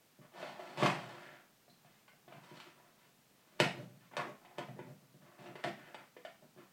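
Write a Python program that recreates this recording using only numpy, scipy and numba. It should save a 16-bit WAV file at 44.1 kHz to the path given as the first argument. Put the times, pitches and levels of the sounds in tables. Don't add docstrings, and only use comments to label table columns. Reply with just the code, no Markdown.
import sys
import numpy as np
from scipy import signal
from scipy.fft import rfft, irfft
from scipy.io import wavfile
from numba import njit

SR = 44100
rng = np.random.default_rng(int(sys.argv[2]) if len(sys.argv) > 2 else 0)


def decibels_to_gain(level_db):
    exponent = np.asarray(level_db, float) / 20
    return 10 ** exponent


def wav_out(sig):
    wavfile.write(sys.argv[1], SR, np.round(np.clip(np.atleast_2d(sig).T, -1, 1) * 32767).astype(np.int16))


N = 296352


def rms_one(x):
    return x / np.sqrt(np.mean(x ** 2) + 1e-20)


def at_hz(points, hz):
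    curve_hz, values = np.transpose(points)
    return np.interp(np.log(hz), np.log(curve_hz), values)


def bank(x, spectrum):
    size = 8192
    hz = np.arange(1, size // 2 + 2) * SR / size
    cepstrum = irfft(np.log(decibels_to_gain(at_hz(spectrum, hz))))
    cepstrum[1:size // 2] *= 2
    cepstrum[size // 2 + 1:] = 0
    response = irfft(np.exp(rfft(cepstrum)))
    return signal.oaconvolve(x, response)[:len(x)]


@njit
def glide(x, r, turn):
    y = np.zeros(len(x))
    for i in range(2, len(x)):
        y[i] = x[i] - x[i - 2] + 2 * r[i] * turn[i] * y[i - 1] - r[i] * r[i] * y[i - 2]
    return y


def resonance(x, hz, width_hz):
    r = np.exp(-np.pi * width_hz / SR) * np.ones(len(x))
    turn = np.cos(2 * np.pi * hz / SR) * np.ones(len(x))
    return glide((1 - r * r) / 2 * x, r, turn)


def hush():
    # (pitch_hz, level_db per Hz)
    hush_spectrum = [(12, -25), (20, -9), (34, -5), (53, -24), (134, 3), (234, 4.5), (301, -1), (759, -3.5),
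                     (949, -6), (1260, -6.5), (5530, -11.5), (9400, -14), (10500, -16.5), (14700, -12.5),
                     (16000, -14.5)]
    hiss = bank(rng.standard_normal(N + SR), hush_spectrum)[SR:]
    return decibels_to_gain(-68.5) * rms_one(hiss)


def room(x):
    # (pitch_hz, time_to_fall_60_db_s)
    wall_decay = [(100, 0.82), (200, 0.34), (400, 0.24), (800, 0.33), (1840, 0.37), (4850, 0.34),
                  (12000, 0.3)]
    # (delay_s, level_db)
    bounces = [
        (.0026, -5),
        (.007, -5),
        (.013, -14.5),
        (0.018, -14.5),
        (0.045, -11.5),
    ]
    t = np.arange(SR + SR // 2) / SR
    hz, s, cells = signal.stft(rng.standard_normal(len(t)), SR, nperseg=512)
    hz = np.maximum(hz, 50)[:, None]
    decay_db = -60 * s / np.maximum(at_hz(wall_decay, hz), .05)
    tilt_db = -0.5 * np.log2(hz / 1000)
    tail = signal.istft(cells * decibels_to_gain(decay_db + tilt_db), SR, nperseg=512)[1][:len(t)]

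    early = np.zeros(len(t))
    scatters = rng.standard_normal((len(bounces), SR // 50))
    for (delay_s, db), scatter in zip(bounces, scatters):
        i = round(delay_s * SR)
        smear = scatter * np.exp(-t[:len(scatter)] / 0.003)
        early[i:i + len(scatter)] += decibels_to_gain(db - 27.5) * smear
    response = decibels_to_gain(-30.0) * np.clip(t / 0.0017, 0, 1) * tail + early
    response[0] += .6
    return signal.fftconvolve(x, response)[:N]


def squeak():
    t = np.arange(N) / SR
    shape = np.exp(-((t - 1.705) / 0.012) ** 2)
    return decibels_to_gain(-67) * shape * rms_one(resonance(rng.standard_normal(N), 4070.0, 150))


def box(x, push_hz):
    # (pitch_hz, width_hz, level_db)
    panels = [(135.4, 35, -1), (173.35, 4.7, 7), (189, 17, 4), (258, 8.8, 7), (351.2, 55, -6),
              (447, 8.3, -32), (602, 74, 1.5)]
    pushed = resonance(x, push_hz, 200)
    out = decibels_to_gain(-4.5) * pushed
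    for k, (hz, width_hz, db) in enumerate(panels):
        out += (-1) ** k * decibels_to_gain(db) * resonance(pushed, hz, max(width_hz, 8))
    return out


def strip(x, hz, width_hz, lid_db):
    ring = resonance(x, hz, width_hz)
    overtone = decibels_to_gain(-17.0) * resonance(x, 1.726 * hz, 2 * width_hz)
    lid = decibels_to_gain(lid_db) * resonance(x, 667.0, 170)
    flutter = decibels_to_gain(-11.5) * resonance(x, 1920.0, 1450)
    band = signal.butter(2, [300, 2300], "band", fs=SR, output="sos")
    return signal.sosfilt(band, ring + overtone + lid + flutter)


def dullness(crack_db):
    return np.clip((-40.5 - crack_db) / 16, 0, .9)


def crack(x, dull):
    # (pitch_hz, level_db per Hz)
    hard_release = [(450, -19.5), (900, -6.5), (1700, -8.5), (2700, -7), (3600, -11), (5000, -15),
                    (6800, -24.5), (8300, -23), (10800, -34.5), (14000, -38.5), (16000, -54.5)]
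    bright = bank(x, hard_release)
    soft = signal.sosfilt(signal.butter(2, 3300, fs=SR, output="sos"), bright)
    return dull * soft + (1 - dull) * bright


def stroke(t, start_s, length_s):
    rise = (t - start_s) / 0.1
    fall = (start_s + length_s - t) / 0.44
    return np.clip(np.minimum(rise, fall) / length_s, 0, 1) ** 2


def movements(t):
    # (time_s, pull_db, strip_ring_hz)
    long_pulls = [
        [(.31, -65, 820), (.35, -50, 730), (.426, -42.5, 700), (.49, -47, 740), (.54, -53, 736), (.6, -50, 700),
         (.75, -49, 670), (.775, -44, 780)],
        [(.77, -37, 780), (.82, -31, 806), (.86, -29.5, 800), (.92, -39.5, 900), (1.0, -44.5, 740),
         (1.13, -50, 780), (1.24, -48.5, 1770), (1.34, -55.5, 1800), (1.5, -75, 900)],
    ]
    # (start_s, length_s, pull_db, crackle_over_pull_db, strip_ring_hz)
    peels = [(0.21, 0.069, -56.5, -17, 1010), (1.824, 0.24, -80, 16, 900), (2.08, 0.13, -81, -8, 1350),
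             (2.29, .16, -58.5, -3, 900), (2.407, 0.26, -62, 5.5, 900), (2.534, 0.28, -72, 14, 1150),
             (2.748, 0.22, -63, -20, 1000), (2.963, .18, -79, 16.5, 1260), (3.35, 0.5, -76, 7.5, 900),
             (3.589, 0.1, -43, 6, 640), (4.0, 0.1, -67.5, 4.5, 1300), (4.105, 0.097, -53, -15, 1020),
             (4.169, 0.082, -35.5, -27, 1000), (4.38, 0.32, -60.5, -25, 800), (4.572, 0.074, -43, -14, 756),
             (4.78, 0.078, -57, -13, 2010), (5.2, 0.23, -59, -9, 1100), (5.372, 0.18, -55.5, -3, 900),
             (5.571, 0.056, -53, -6, 1160), (5.627, 0.085, -47.5, -4, 670), (5.76, 0.23, -54, -5.5, 1670),
             (5.964, 0.11, -57, -6, 1130), (6.265, 0.062, -58, -9, 1040), (6.564, 0.11, -57.5, -8, 1050)]
    # (start_s, length_s, drumming_db, pushed_panel_hz)
    rubs = [(1.476, 0.069, -70, 215), (1.664, 0.12, -68, 232), (1.855, 0.42, -76, 200),
            (2.31, 0.066, -71, 140), (2.536, 0.056, -58, 300), (2.655, 0.033, -55, 330),
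            (3.5, 0.3, -64, 325), (3.725, 0.16, -45, 173), (3.843, 0.2, -61, 170), (4.241, 0.1, -43, 323),
            (4.758, 0.05, -48, 400), (4.664, 0.11, -51.5, 160), (4.838, 0.12, -50, 145),
            (5.0, 0.078, -64, 179), (5.147, 0.029, -66, 228), (5.382, 0.27, -54.5, 294),
            (5.66, 0.047, -41.5, 272), (5.723, 0.1, -58, 256), (6.414, 0.061, -54.5, 287),
            (6.568, 0.081, -60.5, 297)]
    peel_drum_db, peel_push_hz = -2, 372
    rub_ring_db, rub_ring_hz = -32.5, 900.0
    for pull in long_pulls:
        s, db, hz = np.transpose(pull)
        db, hz = np.interp(t, s, db), np.interp(t, s, hz)
        fade = np.clip(np.minimum(t - s[0], s[-1] - t) / .012, 0, 1)
        yield fade, db + peel_drum_db, db, db - 5.5, hz, peel_push_hz
    for s, length_s, db, crackle_db, hz in peels:
        yield stroke(t, s, length_s), db + peel_drum_db, db, db + crackle_db, hz, peel_push_hz
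    for s, length_s, db, hz in rubs:
        yield stroke(t, s, length_s), db, db + rub_ring_db, db + 3 * rub_ring_db, rub_ring_hz, hz


def ticks(per_s, spread_db, clump_db):
    slow = np.exp(-2 * np.pi * 30 / SR)
    clumps = rms_one(signal.lfilter([1], [1, -slow], rng.standard_normal(N)))
    born = rng.random(N) < per_s * decibels_to_gain(clump_db * clumps) / SR
    size_db = spread_db * np.minimum(rng.exponential(1, N), 4)
    return born * decibels_to_gain(size_db) * rng.choice([-1, 1], N) + 1e-18


def peeling():
    t = np.arange(N // 32 + 2) * 32 / SR
    gains = np.full((3, len(t)), 1e-7)
    weighted = np.full((2, len(t)), 5e-5)
    for shape, drum_db, ring_db, crackle_db, ring_hz, push_hz in movements(t):
        gains += shape * decibels_to_gain(np.array([drum_db, ring_db, crackle_db]).reshape(3, -1))
        weighted += [shape * decibels_to_gain(ring_db) * ring_hz, shape * decibels_to_gain(drum_db) * push_hz]
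    dull = dullness(0.54 * 20 * np.log10(gains[2]) - 12)
    controls = [*gains, weighted[0] / gains[1], weighted[1] / gains[0], dull]
    every_sample = [np.interp(np.arange(N) / SR, t, c) for c in controls]
    drum_gain, ring_gain, crackle_gain, ring_hz, push_hz, dull = every_sample

    slips = ticks(1500., spread_db=1.5, clump_db=3.0)
    drum = rms_one(box(slips, push_hz))
    ring = rms_one(strip(slips, ring_hz, 240 * (ring_hz / 800) ** 1.25, lid_db=4.0))
    crackle = rms_one(crack(slips, dull))
    return decibels_to_gain(-8.5) * drum_gain * drum + decibels_to_gain(-10) * ring_gain * ring + decibels_to_gain(-9.5) * crackle_gain * crackle


def snaps():
    # (time_s, strip_ring_db, strip_ring_hz, thump_db, crack_db)
    sudden_snaps = [(.428, -39.5, 670, -83, -48), (.594, -42, 650, -51, -62), (.774, -43, 740, -36.5, -42),
                    (.825, -24.5, 1154, -17, -55), (.832, -28.5, 740, -34, -28),
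                    (.861, -25, 1097, -43, -25), (2.079, -60, 1580, -79, -57.5),
                    (2.279, -53, 696, -47.5, -63), (2.323, -46, 707, -52, -61),
                    (2.602, -63, 1130, -74, -41.5), (3.6014, -38, 425, -17.5, -15),
                    (4.136, -43.5, 850, -55, -73), (4.168, -36.5, 543, -47, -29),
                    (4.195, -35, 1063, -40, -57), (4.449, -51.5, 766, -55, -62),
                    (4.584, -46, 420, -35, -36), (4.791, -44, 890, -36, -82), (5.459, -52, 1483, -64, -53),
                    (5.555, -47.5, 407, -62, -49), (5.64, -31, 1870, -59, -32), (5.646, -31, 686, -30, -38),
                    (5.945, -40.5, 860, -71, -45.5), (6.166, -46.5, 462, -61, -60),
                    (6.25, -41.5, 662, -54, -47.5)]
    # (time_s,
    # thump_db, pushed_panel_hz, strip_ring_db)
    knocks = [(0.189, -47, 258, -77), (2.356, -49, 149, -70), (3.647, -39, 160, -32), (1.68, -61, 213, -60),
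              (1.848, -58, 179, -59), (2.134, -67, 213, -62), (2.514, -42.5, 346, -58),
              (4.686, -41, 164, -46), (5.143, -50, 254, -74), (5.229, -56, 258, -65),
              (5.39, -47.5, 252, -57), (5.488, -43, 347, -48), (6.428, -58, 300, -64),
              (6.563, -48.5, 330, -65)]
    snap_push_hz = 383
    knock_ring_hz, knock_crack_db = 700.0, -44.5
    size = SR // 10
    t, out = np.arange(size) / SR, np.zeros(N + size)
    hits = [(*row, snap_push_hz) for row in sudden_snaps]
    for s, db, hz, ring_db in knocks:
        hits.append((s, ring_db, knock_ring_hz, db, db + knock_crack_db, hz))
    tearing = rng.standard_normal((len(hits), size))
    for noise, (s, ring_db, hz, thump_db, crack_db, push_hz) in zip(tearing, hits):
        dull = dullness(crack_db)
        swell = 1 - np.exp(-t / (0.00013 + 0.0014 * dull))
        tear = noise * np.exp(-t / (0.0047 + 0.0031 * dull)) * swell
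        release = (t == 0) * (1 - dull)
        jolt = release + 0.022 * tear
        click = release + (.075 + 0.13 * dull) * tear
        parts = strip(jolt, hz, 74, lid_db=-16.5), box(jolt, push_hz), crack(click, dull)
        levels = decibels_to_gain([ring_db + 3.5, thump_db - 1.0, crack_db + 7.5])
        i = round(s * SR)
        for level, part in zip(levels, parts):
            out[i:i + size] += level * part / np.max(np.abs(part))
    return out[:N]


def scene():
    source = squeak() + peeling() + snaps()
    near = signal.sosfilt(signal.butter(1, 900, fs=SR, output="sos"), source)
    return (room(source) + decibels_to_gain(-5.0) * near)[None]


def low_pass(x):
    return signal.sosfilt(signal.butter(12, 16300, fs=SR, output="sos"), x)


def record(dry):
    cut = signal.sosfilt(signal.butter(8, 119, "high", fs=SR, output="sos"), dry)
    leak = decibels_to_gain(-27) * dry
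    return low_pass(cut + leak + hush())


dry = scene()
out = record(dry)
wav_out(out)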